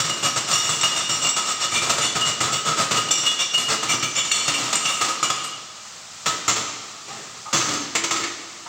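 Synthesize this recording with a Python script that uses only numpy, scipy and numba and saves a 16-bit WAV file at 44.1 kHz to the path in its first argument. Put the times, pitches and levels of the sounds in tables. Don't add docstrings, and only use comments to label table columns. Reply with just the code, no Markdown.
import sys
import numpy as np
from scipy import signal
from scipy.fft import rfft, irfft
from scipy.io import wavfile
from scipy.ndimage import uniform_filter1d
from numba import njit

SR = 44100
rng = np.random.default_rng(int(sys.argv[2]) if len(sys.argv) > 2 else 0)


def natural_amplitude(level_db):
    exponent = np.asarray(level_db, float) / 20
    return 10 ** exponent


def persist_wave(psi):
    counts = np.round(np.clip(psi, -1, 1) * 32767).astype(np.int16)
    wavfile.write(sys.argv[1], SR, np.atleast_2d(counts).T)


N = 382788

# pitch_hz, level_db
MIC = [(30, -28), (70, -14.5), (120, -3), (1000, -7), (1250, 3.5), (1550, -1.5), (3500, 9), (6200, 14),
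       (7400, 16), (8600, 5), (10000, -9), (13000, -15.5), (15000, -3), (16000, -4)]


def shape(table, hz):
    at, value = np.transpose(table)
    return np.interp(np.log(np.maximum(hz, 1)), np.log(at), value)


def unit(x):
    return x / np.sqrt(np.mean(x ** 2))


def colour(x, table):
    size = 4096
    cep = irfft(np.log(natural_amplitude(shape(table, np.fft.rfftfreq(size, 1 / SR)))))
    cep[1:size // 2] *= 2
    cep[size // 2 + 1:] = 0
    return signal.fftconvolve(x, irfft(np.exp(rfft(cep))))[:N]


@njit
def ring(x, which, gains, poles):
    y = np.zeros(len(x))
    for m in range(poles.shape[1]):
        z = 0j
        for i in range(len(x)):
            z = z * poles[which[i], m] + gains[which[i], m] * x[i]
            y[i] += z.imag
    return y


def body(x, which, modes, contact_db, detune=0):
    hz, width, db = np.transpose(modes)
    radius = np.exp(-np.pi * width / SR)
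    gains = natural_amplitude(contact_db + db - shape(MIC, hz)) * np.sqrt(1 - radius ** 2)
    tuned = hz * (1 + detune * rng.standard_normal(gains.shape))
    return ring(x + 1e-18, which, gains, radius * np.exp(2j * np.pi * tuned / SR))


def contact(table, grit_db):
    force, which = np.zeros(N), np.zeros(N, np.int64)
    for k, (s, db, rise_ms, fall_ms, *_) in enumerate(table):
        start = int(s * SR)
        ms = np.arange(min(N - start, SR // 3)) * 1000 / SR
        rise = np.sin(np.pi / 2 * np.clip(ms / max(rise_ms, 1), 0, 1))
        lift = np.exp(-(np.maximum(ms - rise_ms, 0) / max(1.346 * fall_ms, 2)) ** 1.04)
        force[start:start + len(ms)] += natural_amplitude(db) * rise ** 0.66 * lift
        which[start:] = k
    size = np.minimum(rng.exponential(size=N // 16 + 1), 3)
    grains = rng.standard_normal(N) * natural_amplitude(grit_db * np.repeat(size, 16)[:N])
    return force * unit(grains), which


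def favoured(table, modes):
    octaves = abs(np.log2(np.array(modes)[:, 0] / np.array(table)[:, -1:]))
    nearest = octaves == octaves.min(axis=1, keepdims=True)
    return 10.5 * nearest


def struck(table, modes, scatter_db, ring_db, top_db, grit_db, lie_db=0):
    crunch, which = contact(table, grit_db)
    own_db, hz = np.array(table)[:, -2:-1], np.array(modes)[:, 0]
    group_db = own_db * np.where(hz < 8000, 1, .5) + top_db * (hz > 9500)
    scatter = scatter_db * np.where(hz < 9500, 1, 2) * rng.standard_normal((len(table), len(modes)))
    drive_db = ring_db + group_db + favoured(table, modes) + lie_db + scatter
    return crunch, body(crunch, which, modes, drive_db, detune=.002)


def strokes():
    # start_s, crunch_db, bite_ms, pipe_ring_db, favoured_mode_hz
    taps = [(0.0, -15, 13, -2, 7340), (0.095, -21, 5.1, -6.5, 2870), (0.689, -22, 32, -0.5, 7690),
            (0.831, -11.5, 22.6, -8.5, 2870), (0.962, -23, 53, -2, 3660), (1.091, -21.5, 64, 1, 7340),
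            (1.363, -16.5, 31, -5, 7400), (1.816, -19.5, 88, -13, 2340), (2.207, -19, 18, -11, 2870),
            (2.909, -12, 33, -30, 3430), (3.107, -18.5, 17.4, 11, 7340), (3.233, -22.5, 15, -5, 2870),
            (3.576, -19, 38, -0.5, 2870), (3.828, -17, 17, -22, 7110), (4.313, -29, 4.8, 26, 4340),
            (4.478, -13, 18, -9, 2800), (4.727, -13.5, 14.6, -19, 7340), (4.852, -23.5, 12, 11, 2790),
            (5.011, -10.5, 13.5, -29, 2790), (5.227, -12.5, 16.3, -3.5, 7110), (5.3, -10.5, 5.9, -16, 2870)]
    # start_s, crunch_db, skid_ms, pipe_ring_db, favoured_mode_hz
    scrapes = [(0.226, -15, 41, -2.5, 7110), (0.357, -15.5, 21, -12, 7690), (0.47, -21, 52, -4, 7110),
               (1.216, -19.5, 50, -2, 7690), (1.45, -22, 70, -2, 7110), (1.595, -19.5, 54, -2.5, 7340),
               (1.707, -19.5, 71, 3, 2340), (1.894, -12, 8.5, -8, 7340), (2.008, -21, 47, 6.5, 3430),
               (2.149, -15.5, 19, -30, 7690), (2.247, -18, 47, -6, 7690), (2.403, -13.5, 7.6, -9, 7110),
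               (2.52, -21.5, 23, 1, 7690), (2.647, -16.5, 48, -17, 3660), (2.767, -14.5, 54, -19, 3430),
               (2.959, -18.5, 23, -7, 2870), (3.255, -19.5, 19, 2, 2870), (3.384, -20, 32, 5, 3430),
               (3.534, -22.5, 15, 8, 2870), (3.68, -13.5, 49, -32, 6170), (3.886, -19.5, 32, 10, 2340),
               (4.024, -21.5, 7.6, 7, 2340), (4.15, -22.5, 42, 9, 7110)]
    # start_s, crunch_db, bite_ms, pipe_ring_db
    chatter = [(0.042, -22, 68, -11), (0.172, -33, 36, -16), (0.512, -18, 8.6, -5), (0.528, -22, 88, 6),
               (0.64, -26, 83, -1), (0.81, -20, 7.9, 2.5), (0.874, -30, 34, -4), (0.917, -26.5, 50, -18),
               (1.288, -22, 4.8, 7), (1.981, -17, 13, -12), (2.431, -18.5, 49, -29), (2.709, -25, 36, -24),
               (3.085, -24.5, 3.3, -2), (3.173, -28, 46, 8), (3.311, -23.5, 22, -21), (3.486, -53, 38, -2),
               (3.554, -27, 2.6, -1), (3.932, -19.5, 17, -20), (4.244, -24.5, 25, -2), (4.274, -42, 17, -1),
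               (4.338, -21, 76, 4.5), (4.539, -22.5, 15, 4), (4.579, -22.5, 190, -20),
               (4.752, -18, 2.3, 0.5), (4.883, -25, 81, 2), (5.045, -19, 18, -15), (5.085, -22, 30, -15),
               (5.355, -37, 32, 12.5), (5.44, -28, 16, -11), (5.511, -48, 42, 6)]
    tap_rise_ms, rebound_rise_ms, scrape_bite_ms = 4, 3, 14.2
    rows = [(s, db, ms, scrape_bite_ms, ring_db, hz) for s, db, ms, ring_db, hz in scrapes]
    rows += [(s, db, tap_rise_ms, ms, ring_db, hz) for s, db, ms, ring_db, hz in taps]
    rows.sort()
    rebounds = []
    for s, db, ms, ring_db in chatter:
        spot_hz = [row[-1] for row in rows if row[0] < s][-1]
        rebounds.append((s, db, rebound_rise_ms, ms, ring_db, spot_hz))
    return sorted(rows + rebounds)


def lie(table, modes):
    # start_s, end_s
    turned = [(1.7, 2.1), (3.85, 5.6)]
    flat_hz, turned_hz, swap_db = [2875, 5640, 7695], [2340, 2790, 3005, 7100], 3
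    s, hz = np.array(table)[:, :1], np.array(modes)[:, 0]
    side = 2 * sum((s >= start) & (s < end) for start, end in turned) - 1
    return swap_db * side * (1. * np.isin(hz, turned_hz) - np.isin(hz, flat_hz))


def hammer_on_pipe():
    pipe_hz = [2340, 2790, 2875, 3005, 3430, 3657, 4340, 5210, 5640, 6180, 7100, 7342, 7695, 8070, 8355,
               9173, 10010, 10750, 11120, 11540, 11750, 12140, 13400, 13780, 14480, 15470]
    pipe_db = [2.5, 2.5, 6, 3, 1, 1, 0.5, -16, 8, 7, 4.5, -2, 3.5, -27, 5.5, -4, -20, -46, -46, -34, -18.5,
               -46, -24, -20, -26, -15]
    loss = 0.011
    modes = [(hz, loss * hz, db) for hz, db in zip(pipe_hz, pipe_db)]
    table = strokes()
    return struck(table, modes, scatter_db=2.2, ring_db=-18.5, top_db=4.0, grit_db=2.0,
                  lie_db=lie(table, modes))


def bench(crunch):
    # start_s, pressed_to_frame_db, plate_left_free_db
    seating = [(0, 5, -8), (.5, 0, 1.5), (.95, -1.5, -10.5), (1.2, 4.5, -2), (1.45, -17, 6), (1.7, 2, -4),
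               (2.2, 4.5, -0.5), (2.5, 5.5, 4), (3.1, 3.5, -2), (3.4, -7.5, -17), (4.0, 9.5, 3),
               (4.35, -8, -6), (4.6, -3, -15), (4.9, -7.5, 6.5), (6.3, 0.5, -3), (7.6, 2, -7),
               (7.95, -8, -5), (8.5, -23, 4)]
    # pitch_hz, width_hz, level_db
    frame = [(151, 20, -8), (123, 39, -23), (174, 27, -15)]
    # pitch_hz, width_hz, level_db
    bench_top = [(297, 83, -15), (355, 11, -13), (510, 1080, 1), (800, 1400, -20)]
    # pitch_hz, width_hz, level_db
    plate = [(1255, 40, -5), (1289, 24, -4), (1360, 180, -13)]
    s, press, free = np.transpose(seating)
    t, same = np.arange(N) / SR, np.zeros(N, np.int64)
    steel = 0
    for modes, drive_db, share_db in ((frame, press, -14.5), (bench_top, press, -14.5), (plate, free, -9.5)):
        push = crunch * natural_amplitude(np.interp(t, s, drive_db))
        steel = steel + body(push, same, modes, np.full((1, 1), share_db))
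    return signal.sosfilt(signal.butter(2, 110, "high", fs=SR, output="sos"), steel)


def room(x):
    # pitch_hz, fade_s
    fade = [(100, 1.2), (400, 1.74), (1500, 1.3), (5000, 1.58), (9000, 0.65), (16000, 0.63)]
    direct_db, tail_db, early_db, early_ms = 1.5, -5, -1.5, 38.6
    t = np.arange(int(1.5 * SR)) / SR
    hz, at, noise = signal.stft(rng.standard_normal(len(t)), SR, nperseg=256)
    fading = noise * natural_amplitude(-60 * at / shape(fade, hz)[:, None])
    tail = signal.istft(fading, SR, nperseg=256)[1][:len(t)]
    tail *= 1 - np.exp(-t / 0.0018)
    early = rng.standard_normal(len(t)) * np.exp(-t * 1000 / early_ms)
    echo = natural_amplitude(tail_db) * tail / np.linalg.norm(tail)
    echo += natural_amplitude(early_db) * early / np.linalg.norm(early)
    return natural_amplitude(direct_db) * x + signal.fftconvolve(x, echo)[:N]


def fan():
    # pitch_hz, level_db
    air = [(60, 13), (200, 5.5), (350, 1), (800, 13), (3000, -3.5), (16000, -12)]
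    # pitch_hz, level_db
    hums = [(209.9, -59.5), (624.5, -60)]
    drift = uniform_filter1d(rng.standard_normal(N), SR // 5)
    hiss = colour(rng.standard_normal(N), air) * natural_amplitude(.7 * unit(drift))
    hiss *= natural_amplitude(-39.5) / np.std(colour(hiss, MIC))
    t = np.arange(N) / SR
    return hiss + sum(natural_amplitude(db + 1.0) * np.sin(2 * np.pi * hz * t) for hz, db in hums)


def handling():
    # start_s, level_db, fall_ms, pitch_hz
    pings = [(0.7, -26, 55, 2850), (1.235, -17.5, 43, 2812), (2.21, -18.5, 49, 2875), (2.53, -22, 44, 2915),
             (3.26, -17.5, 27, 3430), (3.389, -18.5, 24, 2830), (4.314, -21, 32, 7740),
             (4.03, -19, 21, 6250), (4.16, -22, 23, 5230), (4.17, -25, 37, 2290), (4.93, -25, 21, 7700),
             (1.756, -15, 17, 2350), (1.756, -18, 8.5, 3460), (3.106, -17.5, 13, 3520),
             (4.48, -27, 67, 279), (5.31, -31, 74, 2800), (5.435, -27, 17, 8160), (5.44, -45, 15, 11700),
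             (7.974, -26.5, 43, 340), (8.126, -23.5, 61, 337)]
    # start_s, level_db, rise_ms, fall_ms, pitch_hz
    drags = [
        (7.04, -43.5, 96, 36, 392),
        (7.09, -36, 11, 41, 800),
        (7.2, -37.5, 15, 24, 440),
        (7.45, -39, 12, 30, 864),
        (7.452, -31, 17, 14, 1180),
        (7.66, -23.5, 55, 58, 299),
        (8.659, -32, 3.4, 19, 1010),
        (8.661, -42, 3.2, 14, 1220),
    ]
    drag_loss, ping_rise_ms = 0.089, 2.3
    rows = [(*row, drag_loss * row[-1]) for row in drags]
    rows += [(s, db, ping_rise_ms, ms, hz, 11 + .009 * hz) for s, db, ms, hz in pings]
    out, same = 0, np.zeros(N, np.int64)
    for row in rows:
        hz, width = row[-2:]
        rub, _ = contact([row], grit_db=3.0)
        out = out + body(rub, same, [(hz, width, 0)], np.zeros((1, 1)))
    return out


def dropped_parts():
    # start_s, crunch_db, bite_ms, ring_db, favoured_mode_hz
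    clatter = [(6.258, -11.5, 26, -19, 7300), (6.478, -9, 18, -9.5, 7300), (6.558, -19.5, 35, -22, 7300),
               (7.075, -34.5, 160, -12, 1800), (7.528, -12, 63, -15, 6300), (7.683, -22, 40, -30, 2660),
               (7.732, -29, 23, -26, 2660), (7.951, -11, 11.4, -7.5, 2176), (8.037, -13, 8.7, -10, 2176),
               (8.107, -15, 20, -11, 6300), (8.16, -23.5, 20, -12, 2176), (8.2, -29, 23, -10, 1800),
               (8.233, -27, 15, -1.5, 2176), (8.653, -49, 11, -6, 2660)]
    # pitch_hz, width_hz, level_db
    parts = [(1800, 98, -8), (2176, 550, 1), (2660, 310, -15.5), (3760, 120, -34), (4440, 120, -12),
             (6300, 170, 2), (7300, 830, 8)]
    rise_ms = 7
    drops = [(s, db, rise_ms, *rest) for s, db, *rest in clatter]
    return struck(drops, parts, scatter_db=4, ring_db=-11.0, top_db=3.5, grit_db=3.5)


def scene():
    # pitch_hz, level_db
    slag = [(80, -8.5), (300, 2), (1000, 6.5), (5000, -11.5), (16000, -16.5)]
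    crunch, pipe = hammer_on_pipe()
    knock, parts = dropped_parts()
    blows = crunch + knock
    steel = pipe + parts + bench(blows) + handling()
    return (room(natural_amplitude(-3) * (colour(blows, slag) + steel)) + fan())[None]


@njit
def follow(x, attack, release):
    y, e = np.empty(len(x)), 0.
    for i in range(len(x)):
        e += (x[i] - e) * (attack if x[i] > e else release)
        y[i] = e
    return y


def top_cut(x):
    return signal.sosfilt(signal.butter(12, 16840, fs=SR, output="sos"), x)


def record(dry):
    limit_db, ratio, ahead_ms = -22, 1.354, 4
    x = colour(dry[0], MIC)
    level = follow(np.abs(x), 1 / (.004 * SR), 1 / (.06 * SR))
    gain = np.minimum(natural_amplitude(limit_db) / (level + 1e-9), 1) ** (1 - 1 / ratio)
    x = x * np.interp(np.arange(N) + ahead_ms * SR / 1000, np.arange(N), gain)
    x = .54 * np.tanh(x / .54)
    x = signal.sosfilt(signal.ellip(10, .3, 80, 15800, fs=SR, output="sos"), x)
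    return top_cut(x[None])


dry = scene()
out = record(dry)
persist_wave(out)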